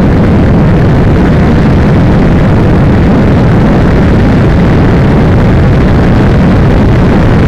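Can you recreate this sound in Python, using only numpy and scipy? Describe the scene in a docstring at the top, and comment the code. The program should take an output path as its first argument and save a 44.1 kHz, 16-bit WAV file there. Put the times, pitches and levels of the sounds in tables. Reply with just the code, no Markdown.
"""Wind buffets a microphone far past overload on a motorcycle ridden at speed along a gravel road.
Noise-modulated eddies, deep gusts and turbulence make a heavy rumble, squared off by hard clipping.
Under it run an engine (firing pulses ringing exhaust and casing) and fluttering air rush with tyre grit.
These get through mostly as the pressure swings between its limits, which chops them into a rasp."""
import sys
import numpy as np
from scipy import signal
from scipy.fft import rfft, irfft
from scipy.io import wavfile

SR = 44100
rng = np.random.default_rng(int(sys.argv[2]) if len(sys.argv) > 2 else 0)


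def wav_out(sig):
    """Save sig, one row per channel (or a flat mono array), as 16-bit PCM at SR to the path in sys.argv[1]."""
    wavfile.write(sys.argv[1], SR, np.round(np.clip(np.atleast_2d(sig).T, -1, 1) * 32767).astype(np.int16))


N = 329427
TIME = np.arange(N) / SR


def undb(db):
    """Decibels to gain."""
    return 10 ** (np.asarray(db) / 20)


def unit(x):
    """Scale to rms 1."""
    return x / np.sqrt(np.mean(x ** 2))


def colour(x, points):
    """Filter by a spectrum of (frequency [Hz], level [dB]) points, then scale to rms 1."""
    hz, db = np.transpose(points)
    f = np.maximum(np.fft.rfftfreq(N, 1 / SR), 1)
    gain = undb(np.interp(np.log(f), np.log(hz), db))
    return unit(irfft(rfft(x) * gain, N))


def noise(points):
    """Coloured noise of rms 1."""
    return colour(rng.standard_normal(N), points)


def walk(hz):
    """Smooth random motion of rms 1: noise kept to below about hz."""
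    f = np.fft.rfftfreq(N, 1 / SR)
    return unit(irfft(rfft(rng.standard_normal(N)) / (1 + (f / hz) ** 4), N))


def ring(x, modes):
    """Drive (frequency [Hz], width [Hz], level [dB]) resonances in parallel; rms 1."""
    total = np.zeros(N)
    for hz, width, db in modes:
        b, a = signal.iirpeak(hz, hz / width, SR)
        total += undb(db) * signal.lfilter(b, a, x)
    return unit(total)


def soften(x, hz):
    """Round off everything above hz, with no overshoot."""
    f = np.fft.rfftfreq(N, 1 / SR)
    return irfft(rfft(x) / (1 + (f / hz) ** 2), N)


# Air rushing round the camera housing, also the colour of the grit:
# (frequency [Hz], relative level per Hz [dB])
RUSH_SPECTRUM = [(200, 5.5), (600, -3.5), (1100, -2), (1500, 5), (2000, 1), (2600, -9), (3400, -9),
                 (4600, -11.5), (6300, -18.5), (9000, -24), (16000, -35)]


def road(grit_rate=1500, size_db=4, grit_db=-21, rush_db=-13.0, flutter_db=0.64):
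    """Fluttering air rush, with dense random ticks (grit_rate a second) of grit under the tyres."""
    ticks = (rng.random(N) < grit_rate / SR) * rng.standard_normal(N)
    grit = ticks * undb(size_db * rng.random(N))
    air = noise(RUSH_SPECTRUM) * undb(flutter_db * walk(35))
    return undb(rush_db) * air + undb(grit_db) * colour(grit, RUSH_SPECTRUM)


# Resonances of the exhaust: (frequency [Hz], width [Hz], relative level [dB])
EXHAUST_MODES = [(149, 224, 2), (344, 220, -2)]
# Resonances of the engine casing: (frequency [Hz], width [Hz], relative level [dB])
CASING_MODES = [(1688, 300, 35), (1930, 87, 2), (3240, 300, -30)]


def engine(firing_hz=71.25, wander=.008, scatter_db=0.5, decay=0.92, exhaust_db=-14, clatter_db=-24.0):
    """Cruising: each firing thumps the exhaust and sets off a burst of clatter in the casing."""
    firings = np.cumsum(firing_hz * (1 + wander * walk(1.5))) / SR
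    # decay is in firing periods
    stroke = np.exp(-(firings % 1) / decay) * undb(scatter_db * walk(30))
    thump = ring(stroke - stroke.mean(), EXHAUST_MODES)
    clatter = ring(stroke * rng.standard_normal(N), CASING_MODES)
    return undb(exhaust_db) * thump + undb(clatter_db) * clatter


# Turbulence at the microphone port: (frequency [Hz], relative level per Hz [dB])
TURBULENCE_SPECTRUM = [(15, -23), (40, -2.5), (75, 3), (120, 1.5), (185, 1), (260, -1.5), (400, -10),
                       (700, -21.5), (1200, -31), (3000, -51)]


def turbulence():
    """Churning air at the microphone port: steady noise, strongest in the bass."""
    return noise(TURBULENCE_SPECTRUM)


# The strongest deep gusts: (time [s], length [s], strength [units of gust])
BIG_GUSTS = [(1.327, 0.063, 1.78), (2.346, .12, 2.0), (2.58, 0.0898, 1.699), (5.557, 0.059, 1.74),
             (5.769, 0.0692, 2.39), (6.06, 0.055, 1.6), (6.732, .1, 1.5)]


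def gusting(pace_hz=7, share=.6):
    """Gust strength at each moment: restless chance (its spread is share), and a few big smooth swells."""
    gust = share * walk(pace_hz)
    for centre, length, strength in BIG_GUSTS:
        gust += strength * np.exp(-(2 * (TIME - centre) / length) ** 2)
    return gust


# Slow pressure swells: (frequency [Hz], relative level per Hz [dB])
SWELL_SPECTRUM = [(8, -26), (25, -2), (50, -4), (75, -5), (130, -27), (400, -75)]


def deep_rumble(gust, swell_db=3):
    """Slow pressure swells that grow by swell_db per unit of gust."""
    return undb(swell_db * gust) * noise(SWELL_SPECTRUM)


# The airstream round the camera, before the gusts act on it:
# (time [s], eddy shedding rate [Hz], buffet level [dB], air and road rush level [dB])
AIRSTREAM = [(0, 146.2, -1.5, -2), (.6, 138, 3, -0.5), (1.05, 142, -3, -1), (1.5, 142.1, -2, 1),
             (2.098, 147.1, 2, 0.4), (2.7, 140.1, -1.5, -1), (3.35, 157.4, 3, 0.5),
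             (3.7, 145.7, -1.5, -0.1), (4.15, 148.5, -1, 1.1), (4.9, 146.7, 1.5, 0.5), (5.7, 139.8, 0, 0.5),
             (6.3, 148.1, 0, 1.1), (6.85, 150.8, -5, 0.5), (7.47, 150.4, -1, 2)]


def airstream():
    """The drifting stream: shedding rate, buffet level and rush level at each moment."""
    s, *columns = np.transpose(AIRSTREAM)
    return [np.interp(TIME, s, column) for column in columns]


def buffet(shed_hz, eddy_db, gust, spread_hz=68, drop_hz=8, dip_db=1.5):
    """Eddies peel off the housing at a loose rate; each unit of gust slows them and breaks them up."""
    phase = 2 * np.pi * np.cumsum(shed_hz - drop_hz * gust) / SR
    # two independent random envelopes vary both strength and timing
    eddies = unit(walk(spread_hz) * np.cos(phase) + walk(spread_hz) * np.sin(phase))
    return undb(eddy_db - dip_db * gust) * eddies


def steady(wind, rate_hz=26, evenness=0.65):
    """The stream's force is evened out from moment to moment: eddies and gusts share it; rms 1."""
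    force = np.sqrt(np.abs(soften(wind ** 2, rate_hz)))
    return unit(wind / force ** evenness)


def wind_pressure(shed_hz, eddy_db, buffet_db=-.5, gust_db=-7.5, turbulence_db=0,
                  surge_db=.5, surge_hz=3):
    """Eddies, gusts and turbulence share one stream, which surges and slackens a little."""
    gust = gusting()
    wind = undb(buffet_db) * buffet(shed_hz, eddy_db, gust)
    wind += undb(gust_db) * deep_rumble(gust)
    wind += undb(turbulence_db) * turbulence()
    return undb(surge_db * walk(surge_hz)) * steady(wind)


def scene(wind_db=6.5, road_db=0.06, rise_db=1.5):
    """Pressure at the microphone, where 1 is its limit: wind on top of the engine and the road."""
    shed_hz, eddy_db, rush_db = airstream()
    pressure = undb(road_db + rush_db) * road()
    pressure += engine()
    pressure += undb(wind_db) * wind_pressure(shed_hz, eddy_db)
    # the machine gathers a little speed, and everything pushes harder: rise_db from start to end
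    rise = undb(rise_db * (TIME / TIME[-1] - .5))
    return (pressure * rise)[None]


def record(dry, edge_hz=5000, sag_onset=3.0, sag_depth=.11, ceiling_db=-3.0, leak_db=-30, hiss_db=-60,
           top_hz=15800):
    """The microphone overloads: the waves clip hard, and their tops sag under the biggest pushes."""
    overload = np.tanh((soften(np.abs(dry), 330) / sag_onset) ** 4)
    sag = 1 - sag_depth * overload
    squared = soften(np.clip(dry, -1, 1), edge_hz) * sag
    # a trace of the treble still rides on the flat tops
    ripple = dry - soften(dry, 900)
    hiss = rng.standard_normal(N)
    out = undb(ceiling_db) * squared + undb(leak_db) * ripple + undb(hiss_db) * hiss
    # steep cut above top_hz
    lowpass = signal.ellip(8, .02, 50, top_hz, fs=SR, output="sos")
    return signal.sosfiltfilt(lowpass, out)


dry = scene()
out = record(dry)
wav_out(out)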